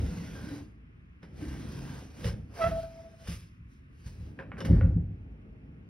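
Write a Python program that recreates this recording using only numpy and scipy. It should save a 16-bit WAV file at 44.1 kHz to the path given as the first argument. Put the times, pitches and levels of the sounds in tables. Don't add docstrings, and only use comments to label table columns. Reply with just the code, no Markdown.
import sys
import numpy as np
from scipy import signal
from scipy.fft import rfft, irfft, next_fast_len
from scipy.io import wavfile
from scipy.ndimage import uniform_filter1d

SR = 44100
rng = np.random.default_rng(int(sys.argv[2]) if len(sys.argv) > 2 else 0)


def to_wav(sig):
    pcm = np.clip(np.atleast_2d(sig), -1, 1) * 32767
    pcm = np.round(pcm).astype(np.int16)
    wavfile.write(sys.argv[1], SR, pcm.T)


N = 259749
PADDED = next_fast_len(N + SR // 2)
BINS = np.fft.rfftfreq(PADDED, 1 / SR)

# [full from t/s, held/s, scrape level/dB, swell/(dB per s),
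# fade/(dB per s), extra level/dB of the body, the part below SPLIT_HZ]
STROKES = [(0.0, .58, -56, 202, 189, 6.5), (1.231, 0.0031, -68, 1505, 236, 18),
           (1.41, .58, -56, 227, 92, 7), (2.21, 0.011, -55, 131, 299, 6), (2.253, 0.033, -44, 595, 376, 7),
           (2.554, 0.053, -56, 599, 107, 5), (2.615, 0.076, -50.5, 219, 215, 13),
           (2.78, 0.056, -56.5, 97, 186, 5), (2.95, 0.06, -65.5, 52, 44, 6),
           (3.255, 0.013, -56.5, 159, 200, 2), (3.276, 0.049, -46.5, 2500, 158, -3.5),
           (3.72, 0.017, -72, 282, 133, -33), (3.999, 0.012, -69, 174, 100, -13),
           (4.066, 0.0044, -55, 480, 186, -1), (4.15, 0.11, -67, 94, 91, 3.5),
           (4.398, 0.0053, -73, 1500, 297, 32.5), (4.583, 0.0082, -58, 2504, 293, 16),
           (4.609, 0.0041, -52.5, 2503, 801, 18), (4.653, 0.004, -47, 3001, 351, 9),
           (4.72, 0.012, -63, 110, 91.5, 18)]
SPLIT_HZ = 1860
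LINGER_DB, LINGER_DB_PER_S, FAINTEST_DB = -15.5, 106.5, -86.5
# [f/Hz, level/(dB per Hz)]
SCRAPE_COLOUR = [(240, -28.5), (400, -8.5), (540, -7.5), (620, -14.5), (1400, -14.5), (1570, -10),
                 (1720, -13), (3000, -15), (4100, -17.5), (5330, -14), (7000, -22), (10000, -23.5),
                 (16000, -29)]
# [t/s, left minus right level/dB]
RUB_PAN = [(0, -1), (2.9, -0.5), (5.89, -1)]
# [f/Hz, level/(dB per Hz)]
RUMBLE_COLOUR = [(15, -66), (25, -4), (59, 3), (139, 0.5), (171, -0.5), (246, -3), (344, -11.5), (545, -22),
                 (910, -27.5), (1540, -120)]
# [t/s, level/dB]
RUMBLE_LEVEL = [(0.0, -32.5), (0.1, -37), (0.6, -42.5), (0.76, -54), (1.2, -60.5), (1.42, -38),
                (1.95, -39.5), (2.12, -48.5), (2.33, -38), (2.55, -54), (2.7, -37), (2.86, -51), (3.6, -64),
                (4.0, -56.5), (4.2, -48), (4.58, -42.5), (4.7, -25), (4.84, -33), (4.93, -34.5),
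                (5.2, -47.5), (5.89, -48.5)]

# [t/s, peak level/dB, favoured f/Hz, contact length/ms, damping as a factor on the ring time]
THUDS = [(0.0, -23, 72, 4.2, 0.33), (1.23, -39, 260, 0.97, 0.11), (1.435, -38, 61.9, 3.1, 0.35),
         (2.253, -18.5, 103.3, 3.9, 0.2), (2.637, -25.5, 82, 2.5, 0.66), (2.7, -31.5, 78, 1.7, 0.52),
         (3.285, -24, 124, 2.8, 0.17), (3.575, -44, 100.6, 2.7, 0.4), (4.062, -27.5, 119.5, 5.2, 0.071),
         (4.182, -32.5, 110.4, 7.3, 0.37), (4.65, -27, 68.6, 1.5, 0.12), (4.7, -8.5, 149, 1.3, 0.12),
         (4.727, -7.5, 99.6, 4.2, 0.11), (4.761, -14, 64.4, 2.3, 0.057), (4.819, -16.5, 90.3, 3.6, 0.37),
         (4.841, -16, 96.5, 5.2, 0.19), (4.954, -16.5, 155, 4.16, 0.13)]
# [f/Hz, level/dB, time to fall 60 dB/s]
CARCASS_MODES = [(51, -3, .8), (73, -2, .8), (105, 0, .7), (135, -5, .5), (168, 0, .6), (210, -8, .4),
                 (262, -7, .5), (296, -12, .45), (367, -12, .7), (440, -17, .4), (505, -11, .45),
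                 (620, -20, .3)]
# [f/Hz, level/dB, time to fall 60 dB/s]
DOOR_MODES = [(52.7, 0, 2.1), (79.9, -0.5, 0.6), (99.4, 3, 0.63), (161.7, -1.5, 0.86), (260, -2.5, 0.74),
              (363.3, -10.5, 1.3), (544, -5, 0.68)]
DOOR_FROM_S = 4.3

# [t/s, peak level/dB, low modes level/dB, treble modes level/dB, left minus right level/dB]
TICKS = [(1.23, -46.5, -9, -2.5, -1), (2.244, -30.5, -8.5, -1, -7.5), (3.274, -39, -25, -19, 1),
         (4.39, -32.5, -18, -15, 0), (4.518, -31, -26, -21.5, -2), (4.57, -40, -18, -18, -0.5),
         (4.605, -32, -11, 7, 2), (4.65, -32, -19, -5.5, -1), (4.811, -29, -17.5, -17, -0.5)]
# [f/Hz, level/dB, time to fall 60 dB/s]
PANEL_MODES = [(505, 0, .07), (545, -2, .06), (870, -2, .02), (1120, -8, .006), (1500, 0, .0055),
               (1800, 2, .0055), (2150, 0, .005), (2500, -9, .005), (2900, -3, .008), (3500, -3, .006),
               (5300, 0, .005), (10500, -8, .004)]

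# [t/s, RMS level/dB of the first partial, before its wavering]
SQUEAK_LEVEL = [(2.556, -64), (2.614, -29), (2.637, -29.5), (2.644, -23.5), (2.655, -30), (2.666, -26.5),
                (2.71, -47), (2.723, -29.5), (2.74, -38), (2.768, -32), (2.8, -32), (2.826, -61),
                (2.84, -37.5), (2.904, -58), (3.005, -47), (3.03, -64), (3.056, -48.5), (3.086, -54),
                (3.102, -84), (3.144, -55.5), (3.162, -73), (3.224, -57), (3.248, -66)]
# [t/s, f/Hz]
SQUEAK_PITCH = [(2.57, 704), (2.6, 678), (2.614, 662), (2.632, 653), (2.668, 672), (2.686, 675),
                (2.71, 651), (2.762, 660)]
PRESS_S, LET_GO_S, EASE_S = 2.612, 2.726, 0.0063
PRESSED_DROP_DB, FREE_DROP_DB = 7.5, 26.5
DULLING_DB, SECOND_DB = 10, 4
RASP = 0.15
PRESSED_PAN_DB, FREE_PAN_DB = -4.5, 1

# [t/s, length/s, level/dB, f/Hz]
GROANS = [(0.028, 0.37, -36, 170.7), (0.013, 0.27, -53, 476), (0.35, 0.079, -60, 1590),
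          (0.466, 0.23, -41.5, 290), (0.475, .07, -61, 1590), (1.42, 0.31, -63.5, 1560),
          (1.42, 0.25, -39, 301)]
GROAN_WIDTH_HZ = 13.8

# [f/Hz, time to fall 60 dB/s]
ROOM_DECAY = [(60, 0.95), (250, 0.3), (700, 0.38), (1600, 0.28), (6000, 0.4)]
# [f/Hz, level/(dB per Hz)]
HUSH_COLOUR = [(15, -33), (25, -3.5), (59, 3), (223, -11.5), (372, -23.5), (527, -81.5), (839, -44.5),
               (1080, -32.5), (2560, -35), (6500, -75), (14300, -120)]
HUSH_DB = -47.5
# [f/Hz, level/dB of the middle, level/dB of the middle that enters the side]
STEREO_COLOUR = [(60, 0, -38), (250, 0, -16), (700, 0, -8), (2500, 0, -10), (5000, 0, -12), (6500, -3, 2),
                 (7100, -28, 2), (8100, -28, 2), (8600, 0, 0), (9500, 0, -8), (10300, 0, -30),
                 (11600, 0, -4), (12700, -8, 0), (13300, -26, 0), (14600, -24, -3), (15200, -4, -10)]
EDGE_HZ = 15800

OPPOSITE = np.array([[1], [-1]])


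def rubbing():
    t = np.arange(N) / SR
    rub = evened(scrape(t))
    body = coloured(rub, 1 / (1 + (BINS / SPLIT_HZ) ** 4))
    body_level, treble_level = stroke_levels(t)
    rumble_level = gain_of(np.interp(t, *np.transpose(RUMBLE_LEVEL)))
    return body_level * body + treble_level * (rub - body) + rumble_level * evened(rumble())


def scrape(t):
    shared, apart = rng.standard_normal((2, N)) * gain_of(2.0 * rng.exponential(1, N))
    grains = shared + 0.49 * OPPOSITE * apart
    grip = evened(uniform_filter1d(rng.standard_normal(N), 700))
    grains *= gain_of(0.7 * grip)
    sound = patchy(coloured(grains, gain_of(read(SCRAPE_COLOUR, BINS))), depth_db=2.6)
    return sound * gain_of(left_right(np.interp(t, *np.transpose(RUB_PAN))))


def rumble():
    shared, apart = rng.standard_normal((2, N))
    lumpiness = evened(uniform_filter1d(rng.standard_normal(N), 1200))
    lumps = (shared + 0.89 * OPPOSITE * apart) * gain_of(1.27 * lumpiness)
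    peaks = 1 + sum(1.44 / (1 + ((BINS - hz) / (0.015 * hz)) ** 2) for hz, _, _ in CARCASS_MODES)
    return coloured(lumps, gain_of(read(RUMBLE_COLOUR, BINS)) * peaks)


def stroke_levels(t):
    power = gain_of(FAINTEST_DB) ** 2
    for s, held, db, swell, fade, body_db in STROKES:
        before, after = np.maximum(s - t, 0), np.maximum(t - s - held, 0)
        ending = gain_of(-fade * after) ** 2
        ending += gain_of(LINGER_DB - LINGER_DB_PER_S * after) ** 2
        rise_db = db + np.array([[body_db], [0]]) - swell * before
        power = power + gain_of(rise_db) ** 2 * ending
    return np.sqrt(power)


def thuds():
    out = np.zeros(N)
    draws = rng.standard_normal((len(THUDS), 2, len(CARCASS_MODES)))
    for (s, db, hz, ms, damping), (louder, higher) in zip(THUDS, draws):
        push = np.hanning(int(np.clip(ms, 0.5, 20) * SR / 1000) + 3)
        modes = DOOR_MODES if s > DOOR_FROM_S else CARCASS_MODES
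        octaves_away = np.log2(np.transpose(modes)[0] / hz)
        shift_db = louder[:len(modes)] - 6.0 * octaves_away ** 2
        detune = 0.02 * higher[:len(modes)]
        ringing = ring(modes, max(damping, 0.05), shift_db, detune, rise=0.005)
        sound = signal.oaconvolve(ringing, push)
        add(out, s, gain_of(db) * sound / abs(sound).max())
    return out


def ticks():
    out, draws = np.zeros((2, N)), rng.standard_normal((len(TICKS), 3000))
    lands = rng.standard_normal((len(TICKS), 2, len(PANEL_MODES)))
    mode_hz = np.transpose(PANEL_MODES)[0]
    for (s, db, low_db, treble_db, pan_db), draw, (louder, higher) in zip(TICKS, draws, lands):
        contacts = 0.04 * draw * np.exp(-np.arange(3000) / (0.009 * SR))
        contacts[0] = 1
        touch_samples = int(np.clip(5 - 0.6 * treble_db, 4, 20))
        contacts = np.convolve(contacts, np.hanning(touch_samples))
        shift_db = 1.5 * louder + low_db * (mode_hz < 1000) + treble_db * (mode_hz > 2600)
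        ringing = ring(PANEL_MODES, 1, shift_db, 0.025 * higher, rise=0.0012)[:8000]
        sound = signal.oaconvolve(ringing, contacts)
        level = gain_of(db + OPPOSITE * pan_db / 2)
        add(out, s, level * sound / abs(sound).max())
    return out


def squeak():
    out = np.zeros((2, N))
    s, level_db = np.transpose(SQUEAK_LEVEL)
    t = np.arange(s[0], s[-1], 1 / SR)
    pressed = (np.tanh((t - PRESS_S) / EASE_S) - np.tanh((t - LET_GO_S) / EASE_S)) / 2
    climb = pressed * (t - PRESS_S) / (LET_GO_S - PRESS_S)
    drop_db = FREE_DROP_DB + (PRESSED_DROP_DB - FREE_DROP_DB) * pressed + DULLING_DB * climb

    wavering = evened(uniform_filter1d(rng.standard_normal((2, len(t))), 400))
    wavering = wavering * (1.1 - 0.4 * pressed)
    hz = np.interp(t, *np.transpose(SQUEAK_PITCH))
    turns = np.cumsum(hz * (1 + 0.004 * wavering[0])) / SR

    rasp = evened(uniform_filter1d(rng.standard_normal((9, len(t))), 120))
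    above_first = np.sign(np.arange(9))[:, None]
    slide = above_first * rng.standard_normal((9, 1)) * 4 * t
    stack = 0
    for k in range(9):
        partial_db = -drop_db * k ** 0.73 + SECOND_DB * pressed * (k == 1)
        flutter = 1 + RASP * k * rasp[k]
        stack = stack + gain_of(partial_db) * flutter * np.cos(2 * np.pi * ((k + 1) * turns + slide[k]))

    pressed_side = pressed + (t < PRESS_S) * (1 - pressed)
    pan_db = FREE_PAN_DB + (PRESSED_PAN_DB - FREE_PAN_DB) * pressed_side
    total_db = np.interp(t, s, level_db) + 1.54 * wavering[1] + left_right(pan_db)
    add(out, s[0], np.sqrt(2) * gain_of(total_db) * stack)
    return out


def groans():
    t = np.arange(N) / SR
    noise, out = rng.standard_normal(N), np.zeros(N)
    for s, length, db, hz in GROANS:
        hum = evened(coloured(noise, 1 / (1 + ((BINS - hz) / GROAN_WIDTH_HZ) ** 2)))
        progress = np.clip((t - s) / length, 0, 1)
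        out += gain_of(db) * hum * np.sin(np.pi * progress ** 0.35)
    return out


def room(x):
    taps = np.zeros((2, SR))
    starts = np.arange(200, SR - 20, 20)
    at = starts + rng.integers(0, 20, (2, (SR - 201) // 20))
    np.put_along_axis(taps, at, rng.choice([-1., 1.], at.shape), 1)
    hz, t, z = signal.stft(taps, SR, nperseg=512)
    decay = gain_of(-60 * t / read(ROOM_DECAY, hz)[:, None])
    tail = signal.istft(z * decay, SR, nperseg=512)[1]
    tail = tail[0] + 0.2 * OPPOSITE * tail[1]
    return signal.fftconvolve(x, tail / np.linalg.norm(tail[0]), axes=1)[:, :N]


def low_hush():
    a, b = rng.standard_normal((2, N))
    noise = np.array([a + 1.67 * b, a - 1.7 * b])
    return gain_of(HUSH_DB) * evened(coloured(noise, gain_of(read(HUSH_COLOUR, BINS))))


def gain_of(db):
    return 10 ** (np.asarray(db) / 20)


def evened(x):
    return x / np.sqrt(np.mean(x ** 2) + 1e-20)


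def left_right(pan_db):
    return np.array([pan_db, -pan_db]) / 2


def read(points, hz, column=1):
    table = np.transpose(points)
    return np.interp(np.log(hz + 1), np.log(table[0] + 1), table[column])


def coloured(x, gain):
    return irfft(rfft(x, PADDED) * gain, PADDED)[..., :N]


def patchy(x, depth_db):
    z = signal.stft(x, nperseg=512)[2]
    patches = rng.standard_normal(z.shape[1:])
    patches = uniform_filter1d(patches, size=2, axis=0)
    patches = evened(uniform_filter1d(patches, size=24, axis=1))
    return signal.istft(z * gain_of(depth_db * patches), nperseg=512)[1][:, :N]


def ring(modes, damping, shift_db, detune, rise):
    t = np.arange(SR // 2) / SR
    hz, db, t60 = np.transpose(modes)[:, :, None]
    level = gain_of(db + shift_db[:, None] - 60 * t / (t60 * damping))
    sines = np.sin(2 * np.pi * hz * (1 + detune[:, None]) * t)
    return (level * sines).sum(0) * (1 - np.exp(-t / rise))


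def add(mix, s, sound):
    part = mix[..., round(s * SR):][..., :sound.shape[-1]]
    part += sound[..., :part.shape[-1]]


def scene():
    blows, cracks, voice = thuds(), ticks(), squeak()
    echoed = gain_of(-5.0) * blows + gain_of(-2.5) * cracks + gain_of(-16.5) * voice
    return rubbing() + groans() + blows + cracks + voice + room(echoed) + low_hush()


def record(dry):
    mid, side = (dry[0] + dry[1]) / 2, (dry[0] - dry[1]) / 2
    little_bass = (BINS ** 2 / (BINS ** 2 + 204.0 ** 2)) ** 2
    mid_in_side = 1j * gain_of(read(STEREO_COLOUR, BINS, column=2))
    side = coloured(side, little_bass) + coloured(mid, mid_in_side)
    bass_roll_off = BINS ** 6 / (BINS ** 6 + 40. ** 6)
    mid = coloured(mid, gain_of(read(STEREO_COLOUR, BINS)) * bass_roll_off)
    edge = signal.firwin(511, EDGE_HZ, window=("kaiser", 9), fs=SR)
    return signal.oaconvolve(np.array([mid + side, mid - side]), edge[None], "same")


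dry = scene()
out = record(dry)
to_wav(out)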